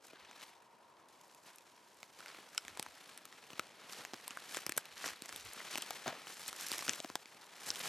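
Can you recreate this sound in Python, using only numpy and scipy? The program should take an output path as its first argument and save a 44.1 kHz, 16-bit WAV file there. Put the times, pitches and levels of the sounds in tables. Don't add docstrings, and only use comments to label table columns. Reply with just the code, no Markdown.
import sys
import numpy as np
from scipy import signal
from scipy.fft import rfft, irfft, next_fast_len
from scipy.io import wavfile
from scipy.ndimage import uniform_filter1d

SR = 44100
rng = np.random.default_rng(int(sys.argv[2]) if len(sys.argv) > 2 else 0)


def log_audio(samples):
    frames = np.atleast_2d(samples).T
    limited = np.clip(frames, -1, 1)
    pcm = np.round(limited * 32767).astype(np.int16)
    wavfile.write(sys.argv[1], SR, pcm)


N = 347830

# a spectrum (frequency [Hz], gain [dB]), then its excitation's T60 [s]
THUMP = [(40, -54), (120, -9), (280, -1.5), (600, -5), (2000, -32)], 0.013
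KNOCK = [(250, -25), (700, -0.5), (1300, 1.5), (2000, -3.5), (6000, -51.5)], 0.0083
CRACK = ([(800, -35), (2200, 4), (3400, 3), (4400, -0.5), (6000, 0), (7800, -3.5), (9000, -7),
          (16000, -53)], 0.0065)
SIZZLE = [(3000, -48), (8000, 7), (11500, 5.5), (14000, 0), (16500, -39.5)], 0.0079
def snap(responses, level_db, thump_db, knock_db, sizzle_db, ring_hz):
    t = np.arange(600) / SR
    fibres = rng.standard_normal((2, len(t))) * amp(3.13 * rng.standard_normal(len(t)))
    fibres *= 1 - np.exp(-t / 0.00025)
    fibres *= 1 + 5.0 * np.exp(-t / 0.00032)
    ring_cycles, litter_loss_s = 4.2, 0.0035
    decay = np.exp(-t * ring_hz / ring_cycles - t / litter_loss_s)
    ring = decay * (1 - np.exp(-t * ring_hz * 2)) * np.sin(2 * np.pi * ring_hz * t)
    ring_db = -1.5 + max(0.17 * knock_db, 1.25 * knock_db)
    thump, knock, crack, sizzle = responses
    parts = [(thump, THUMP[1], thump_db), (knock, KNOCK[1], knock_db), (crack, CRACK[1], 0),
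             (sizzle, SIZZLE[1], sizzle_db), (ring[:512], CRACK[1], ring_db)]
    sound = 0
    for response, t60, part_db in parts:
        part = signal.fftconvolve(fibres * amp(-60 * t / t60), response[None], axes=1)
        sound += amp(part_db) * part / np.linalg.norm(part, axis=1, keepdims=True)
    mid, side = amp(level_db) * sound / abs(sound[0]).max()
    return stereo_pair(mid, amp(-3.5) * side)


# (time [s], level [dB], thump [dB], knock [dB], sizzle [dB], ring frequency [Hz])
SNAPS = [(0.133, -44.5, 9, -9, -25, 700), (0.249, -45.5, -25, -25, -22, 3300),
         (0.312, -41.5, -28, 0, -9.5, 2330), (0.418, -40, -11, -4, -9, 1900),
         (0.435, -43, -20, -13, -12, 3300), (1.087, -53, -27, -25, 2, 7000),
         (1.213, -46, -23, -20, 0, 6550), (1.348, -45, -27, -8, 0, 2600), (1.559, -44, -32, -24, 14, 8300),
         (1.584, -41.5, -25, -5, -2, 2600), (2.03, -37, -5.5, -6.5, -16, 2070),
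         (2.205, -40.5, -26, 0, -15, 1400), (2.227, -44, -25, 5, -25, 1400),
         (2.26, -36.5, -26, -4, -7, 1410), (2.282, -41, -25, 2, -15, 5000),
         (2.314, -45.5, -25, 6, -18, 1350), (2.347, -42.5, 3, 10, -24, 2420),
         (2.387, -43, 4.5, 6, -22, 750), (2.548, -38, -26, -14, -5, 1330),
         (2.5784, -18.5, -51, -21, -9, 5420), (2.5788, -23, -55, -21, -23, 1460),
         (2.65, -38, -9, -5, -13, 2100), (2.681, -32, -14, -10, -10, 1730), (2.773, -32, -14, -1, -6, 1000),
         (2.796, -20, -6.5, -32, -2.5, 830), (2.827, -28, -47, -28, 2, 1230),
         (2.863, -34.5, -5, 4, -13, 990), (3.176, -35, -30.5, -18, 2, 1790),
         (3.254, -37.5, -32, -14, 2, 1250), (3.326, -41, -20, -4, -22, 1850),
         (3.504, -38, -3, -5, -19, 3320), (3.532, -37.5, 2.5, -8.5, -10, 2930),
         (3.595, -21.5, -4.5, -7, -9, 1330), (3.932, -35, -16, -23, -10, 1290),
         (4.05, -28.5, -16, -5, -10, 1740), (4.135, -28.5, 0, -3, -29, 820),
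         (4.141, -32.5, -2.5, -10, -21, 1420), (4.279, -27, -22, -11, 5.5, 1010),
         (4.307, -32.5, -11, -9, -14, 2970), (4.372, -31.5, -12, 11, 2.5, 1540),
         (4.546, -26.5, -19, -1, -3, 3500), (4.57, -21, 0, -3, -2.5, 1640), (4.665, -21, -1.5, -7, 2, 5900),
         (4.694, -23, -3, -0.5, 1.5, 2580), (4.721, -26.5, -12, -17, -2.5, 1760),
         (4.766, -31, 2, -7, 5, 6220), (4.776, -18, -2.5, -34, 6.5, 2460),
         (4.779, -16, -7, -1.5, 6.5, 1570), (4.855, -37.5, -24, -12, -7, 2860),
         (4.979, -38, -25, -17, -13, 4430), (5.042, -31, -23, 12, -15, 1930), (5.06, -28, -19, 5, -6, 5600),
         (5.079, -28, -29, -7, -17, 2450), (5.088, -28.5, -32, -15, -18, 1200),
         (5.221, -29, -1, -10, 0.5, 4400), (5.258, -36, -40, -9, -3, 1960),
         (5.292, -29.5, -31, -7.5, -7, 1780), (5.326, -32, -13, -4.5, -4, 1220),
         (5.361, -29, -9, -26, 3.5, 3940), (5.534, -32, -12, -8, 17, 1600),
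         (5.603, -36, -22, 17, -23, 2050), (5.748, -33, -14, -1, -26, 3520),
         (5.756, -21, -9.5, -34, -10, 880), (5.776, -26, -24, -5, -1, 6450),
         (5.781, -26.5, 1.5, 0.5, 3, 2900), (5.821, -26.5, -35, -16, 8, 5960),
         (5.824, -29, -40, -10, -17, 3250), (5.907, -25, -30, 0.5, -2.5, 840),
         (6.061, -32.5, -5, 22, -24, 734), (6.07, -31, 7, 6, -28, 880), (6.0786, -24.5, -2, -1.5, -19, 710),
         (6.101, -39, 2, 12, -20, 720), (6.127, -39, 0, 17, -33, 660), (6.27, -34.5, -1, 5.5, -8, 2880),
         (6.48, -25.5, -26, -14, 19, 5350), (6.529, -30, -13, -10, -4, 1370),
         (6.61, -30, -27, -11, 2, 6000), (6.633, -32, -19, -18, 1, 1450), (6.666, -31.5, -14, -9, -5, 5790),
         (6.685, -33, -20, -6, 6, 6000), (6.717, -22, -5, -3.5, 0.5, 4860),
         (6.727, -30, -28, -13, -27, 3270), (6.734, -32, -25, -20, 9, 6500),
         (6.782, -28, -6, -21, 2.5, 5530), (6.791, -30, -29, -5, -6, 2000), (6.824, -32, -7, 1, -7, 1160),
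         (6.866, -35, -5, -8, -17, 2660), (6.88, -24, -15, -10, -14.5, 1390),
         (6.887, -27, 1.5, -19, -11, 3000), (6.894, -14, -14, -7.5, -12, 5860),
         (6.909, -34, -9, -24, -26, 2900), (6.934, -26.5, -13, -16, -21.5, 5930),
         (7.002, -28, -16, -26, -21, 634), (7.046, -31.5, 7, 3.5, -26, 720),
         (7.1, -32.5, 3.5, 0, -22, 1030), (7.155, -21.5, -8.5, -0.5, -5.5, 3500),
         (7.257, -38.5, -11, -9, -20, 2560), (7.704, -17.5, -17.5, -14.5, -24, 5680),
         (7.715, -33, -1, -4, -4, 1510), (7.758, -28.5, -23, -10, -4.5, 3560),
         (7.793, -31, -19, -6, 12, 1460), (7.829, -36, -9, -9, -7, 2480)]
def twigs():
    direct = np.zeros((2, N + 2000))
    responses = [minimum_phase(spectrum) for spectrum, _ in (THUMP, KNOCK, CRACK, SIZZLE)]
    for time, *settings in SNAPS:
        start = round(time * SR)
        sound = snap(responses, *settings)
        direct[:, start:start + sound.shape[1]] += sound
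    t = np.arange(3000) / SR
    tail = rng.standard_normal(len(t)) * amp(-60 * t / 0.059) * (t > .002)
    scattered = signal.oaconvolve(direct, tail[None] / np.linalg.norm(tail), axes=1)
    return direct[:, :N] + amp(-17.0) * scattered[:, :N]


# (time [s], level [dB], low stems [dB], dry leaves [dB])
RUSTLE = [(0, -81, 12, 2), (.045, -69, 5, 7), (.17, -62.5, 2, -10.5), (.46, -60.5, -4.5, -2),
          (.65, -76, 7, -0.5), (1.04, -75, 12, -1.5), (1.3, -73, 9.5, 5), (1.9, -71, 0, 0.5),
          (2.1, -70, -2, 4.5), (2.52, -68.5, 0, 7), (2.7, -61, 1, -2.5), (3.12, -62, 1, -1),
          (3.22, -66, 2, -2.5), (3.5, -59, 1.5, -3), (3.87, -63, 2.5, -5), (4.3, -59, -2.5, -5.5),
          (4.9, -60.5, -2, -6.5), (5.21, -65.5, -8, -3), (5.32, -57, -8, 1.5), (5.65, -52.5, -3.5, -2),
          (6.02, -53, -2, -2), (6.25, -62, -15, 2), (6.57, -57, 2, 2), (6.605, -51, -13, 4.5),
          (6.94, -53, 2, 2), (7.08, -63, -7, 2), (7.33, -65, 6.5, -0.5), (7.55, -59.5, -2, -2),
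          (7.89, -51.5, -1, 6.5)]
# (peak time [s], level [dB], 10 dB rise [s], 10 dB fall [s], low stems [dB],
# dry leaves [dB]); rise and fall are held to at least 5 ms
SWISHES = [(0.429, -52, -0.04, 0.01, -17, -1), (1.085, -73, -0.3, 0.4, -4, 3),
           (1.461, -60, -0.02, 0.05, -7, 2), (1.484, -67, -0.03, 0.12, -4, -2), (2.19, -60, 0, 0.04, 5, 2),
           (2.275, -57.5, 0.09, 0.33, 0, -3.5), (3.92, -57.5, 0.04, 0.14, -10, 8),
           (3.997, -55, 0.1249, 0.06, 8, -1.5), (4.141, -64.5, -0.1, 1.3, 0, 5),
           (4.568, -51.5, 0.1249, 0.07, -5, 5.5), (4.777, -56, 0.01, 0.04, -1, 10),
           (4.968, -54, -0.1, 0.3, -9, -5.5), (5.067, -44.5, 0.0572, 0.04, -8, 1),
           (5.711, -47.5, -0.07, 0.04, -12, 3.5), (6.066, -48, 0, 0.13, 8, -8),
           (6.089, -48.5, 0.01, 0.03, 9.5, -8.5), (6.276, -57, -0.33, 0.4, -5, 3),
           (6.492, -49.5, 0.025, -0.02, -18, 5), (6.725, -47, -0.03, 0.06, -23, 2),
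           (7.244, -68, .005, 0.4, -8, -5), (7.697, -52, 0.0659, -0.13, 1, 10.5),
           (7.844, -47.5, 0.1, 1.1, -4, -1)]
def brush_envelopes():
    t = np.arange(N) / SR
    rustle_db, *rustle_tone = curves(RUSTLE)
    rustle_power = amp(rustle_db) ** 2
    power, weighted_tone = rustle_power.copy(), np.array(rustle_tone) * rustle_power
    for peak, db, rise, fall, *tone in SWISHES:
        drop_db = 10 * np.where(t < peak, (peak - t) / max(rise, .005), (t - peak) / max(fall, .005))
        swish_power = amp(db - drop_db) ** 2
        power += swish_power
        weighted_tone += np.array(tone)[:, None] * swish_power
    stems_db, leaves_db = weighted_tone / power
    swish_share = 1 - rustle_power / power
    return np.sqrt(power), stems_db, leaves_db, swish_share


# (frequency [Hz], relative spectral level [dB])
RUSTLE_SPECTRUM = [(35, -43), (60, 20), (135, -34), (242, -3), (385, -4.5), (433, -2), (1520, 0.5),
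                   (5980, -5.5), (10200, -13.5), (12900, -15), (15500, -32)]
def brush(sizes=18):
    envelope, stems_db, leaves_db, swish_share = brush_envelopes()
    slow_noise = uniform_filter1d(uniform_filter1d(rng.standard_normal(N), 300), 300)
    clumps = amp(2.5 * unit_rms(slow_noise))
    crackles_per_s, ticks_per_s = 150 * clumps * (1 + 1.5 * swish_share), 260 * clumps
    crackles = (rng.random(N) < crackles_per_s / SR) / (1 + 0.69 * swish_share)
    crackles *= amp(2.6 * np.minimum(rng.exponential(1, N), 1.5))
    tearing, burst_decay = rng.standard_normal((2, N)), np.exp(-1 / (0.0017 * SR))
    log_pitch = rng.uniform(np.log(500), np.log(12000), N)
    mid_side = np.zeros((2, N))
    for hz in np.geomspace(110, 12500, sizes):
        t = np.arange(int(8 * SR / hz)) / SR
        mode = np.sin(2 * np.pi * hz * t) * np.exp(-t * hz / 1.09)
        hits, ticks = rng.random((2, N)) < ticks_per_s / SR, np.zeros((2, N))
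        ticks[hits] = rng.choice([-1, 1], hits.sum())
        ticks[hits] *= amp(2.2 * np.minimum(rng.exponential(1, hits.sum()), 4))
        coupling = np.exp(-((log_pitch - np.log(hz)) / .45) ** 2)
        bursts = tearing * signal.lfilter([1], [1, -burst_decay], crackles * coupling)
        bursts = unit_rms(bursts) * amp(0.46 * leaves_db)
        scrape = rng.standard_normal((2, N)) * clumps ** (1 - .3 * swish_share)
        force = 0.81 * unit_rms(ticks) + 0.59 * bursts + 0.96 * scrape
        grains = signal.oaconvolve(force, mode[None], axes=1)[:, :N]
        grains[1] *= amp(-np.clip(np.log2(hz / 1200) / 3, 0, 1))
        stem_weight = np.clip(np.log2(1500 / hz) / 0.59, 0, 1)
        leaf_weight = np.clip(np.log2(hz / 4500) / 0.3, 0, 1)
        crush_db = 1.5 * swish_share * np.exp(-(np.log2(hz / 1450) / 1.4) ** 2)
        band_db = at_frequency(RUSTLE_SPECTRUM, hz) + stem_weight * stems_db + leaf_weight * leaves_db
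        mid_side += grains / np.std(grains[0]) * np.sqrt(hz) * amp(band_db + crush_db)
    mid_side = filtered(mid_side, [(40, -47), (70, -20), (150, -4), (12500, 3.5), (13800, -2),
                                   (14800, -17), (16000, -60)])
    level_band = signal.butter(4, [1500, 6000], "bandpass", fs=SR, output="sos")
    return envelope * stereo_pair(*mid_side) / np.std(signal.sosfilt(level_band, mid_side[0]))


# (time [s], level [dB], duration [s])
THUDS = [(0.215, -77, 0.079), (0.474, -85, 0.11), (1.969, -82, 0.11), (2.64, -72, 0.22),
         (2.858, -72.5, 0.11), (3.578, -76, 0.083), (4.275, -87, 0.1), (4.508, -78, 0.16),
         (4.68, -68, 0.069), (4.92, -77, 0.071), (5.073, -79, 0.15), (5.305, -74, 0.22), (5.438, -66, 0.11),
         (5.72, -73, 0.11), (5.882, -84, 0.13), (6.06, -78, 0.098), (6.47, -72, 0.09), (6.706, -72.5, 0.14),
         (6.873, -64, 0.055), (7.1, -77, 0.099), (7.667, -69, 0.1)]
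def thuds():
    spectrum = [(15, -20), (30, 5), (80, 9.5), (110, 9), (200, -38), (400, -70)]
    mid, side = filtered(rng.standard_normal((2, N)), spectrum)
    t, swell = np.arange(N) / SR, np.zeros(N)
    for start, db, duration in THUDS:
        progress = np.clip((t - start) / duration, 0, 1)
        swell += amp(db) * np.sin(np.pi * np.sqrt(progress)) ** 2
    return swell * unit_rms(stereo_pair(mid, 1.5 * side))


# (time [s], duration [s], start frequency [Hz], end frequency [Hz], level [dB])
CHIRPS = [(0.094, .02, 2550, 2380, -58.5), (0.142, 0.043, 1720, 1440, -64), (.28, 0.033, 3330, 3950, -63)]
def chirps():
    t, out = np.arange(N) / SR, np.zeros(N)
    for start, duration, start_hz, end_hz, db in CHIRPS:
        progress = np.clip((t - start) / duration, 0, 1)
        hz = start_hz + (end_hz - start_hz) * progress
        out += amp(db) * np.sin(np.pi * progress) * np.sin(2 * np.pi * np.cumsum(hz) / SR)
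    return out


# (frequency [Hz], relative spectral level [dB])
BACKGROUND_SPECTRUM = [(30, -66), (60, -32.5), (150, -21), (420, -15.5), (650, -16), (970, -18),
                       (1700, -23), (12500, -49), (13600, -62), (14500, -73)]
# (time [s], centre frequency [Hz], level [dB])
ROAR_HUMP = [(0, 900, -82), (.5, 930, -68.5), (1.2, 977, -70), (2.0, 970, -73), (2.6, 895, -80),
             (7.89, 840, -72.5)]
def distant_roar(wash_db=-70.5):
    wash = unit_rms(filtered(rng.standard_normal((2, N)), BACKGROUND_SPECTRUM))
    centre_hz, hump_db = curves(ROAR_HUMP)
    carrier = np.exp(2j * np.pi * np.cumsum(centre_hz) / SR)
    pole = np.exp(-np.pi * 190 / SR)
    baseband = rng.standard_normal((2, N)) / carrier
    for _ in range(2):
        baseband = signal.lfilter([1 - pole], [1, -pole], baseband)
    common, other = amp(wash_db) * wash + amp(hump_db) * unit_rms((carrier * baseband).real)
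    return np.array([common + 0.3 * other, common - 0.41 * other])


def amp(db):
    return 10 ** (np.asarray(db) / 20)


def unit_rms(x):
    return x / np.sqrt(np.mean(x ** 2) + 1e-20)


def at_frequency(spectrum, hz):
    frequencies, values = np.transpose(spectrum)
    return np.interp(np.log(hz + 1), np.log(frequencies + 1), values)


def curves(rows):
    times, *columns = np.transpose(rows)
    return [np.interp(np.arange(N) / SR, times, column) for column in columns]


def filtered(x, spectrum):
    size = next_fast_len(x.shape[-1])
    gain = amp(at_frequency(spectrum, np.fft.rfftfreq(size, 1 / SR)))
    return irfft(rfft(x, size) * gain, size)[..., :x.shape[-1]]


def minimum_phase(spectrum, size=1024):
    log_gain = np.log(amp(at_frequency(spectrum, abs(np.fft.fftfreq(size, 1 / SR)))))
    return np.fft.ifft(np.exp(np.conj(signal.hilbert(log_gain)))).real[:size // 2]


# (frequency [Hz], coherence [0-1])
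COHERENCE = [(60, 0.63), (110, 0.93), (200, 0.97), (700, 0.98), (1500, 1), (4400, 0.93), (8000, 0.84),
             (14000, 0.7)]
def stereo_pair(mid, side):
    length = len(mid)
    size = next_fast_len(length)
    coherence = np.clip(at_frequency(COHERENCE, np.fft.rfftfreq(size, 1 / SR)), 0, 1)
    mid = rfft(mid, size) * np.sqrt((1 + coherence) / 2)
    side = rfft(side, size) * np.sqrt((1 - coherence) / 2)
    return irfft(np.array([mid + side, mid - side]), size)[:, :length]


def scene():
    return twigs() + brush() + thuds() + distant_roar() + chirps()


# (time [s], lead at the left port [microseconds])
ARRIVAL_LEAD = [(0, 13), (2.1, 3.5), (3.0, 4), (3.6, 11), (4.3, -2), (4.6, 15), (4.9, 8), (4.97, 0),
                (5.14, 6), (5.2, 5), (5.95, 17.5), (6.45, 8), (6.8, -5.5), (6.9, 15), (7.89, 2)]
# (frequency [Hz], lead of the left port [rad])
PORT_PHASE = [(60, 0.2), (300, 0.19), (1000, 0.047)]
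def record(dry, shadow_db_per_us=0.1032, cutoff_hz=16500):
    hz, t, spectra = signal.stft(dry, SR, nperseg=512)
    lead_us = np.interp(t, *np.transpose(ARRIVAL_LEAD))
    phase = at_frequency(PORT_PHASE, hz)[:, None] + 2 * np.pi * hz[:, None] * lead_us / 1e6
    left_gain = np.sqrt(amp(shadow_db_per_us * lead_us)) * np.exp(0.5j * phase)
    ports = signal.istft(spectra * np.array([left_gain, 1 / left_gain]), SR, nperseg=512)[1][:, :N]
    ports = filtered(ports, [(15, -14), (40, -4.5), (80, 1)])
    lowpass = signal.firwin(511, cutoff_hz, window=("kaiser", 9), fs=SR)
    return signal.oaconvolve(ports, lowpass[None], "same")


dry = scene()
out = record(dry)
log_audio(out)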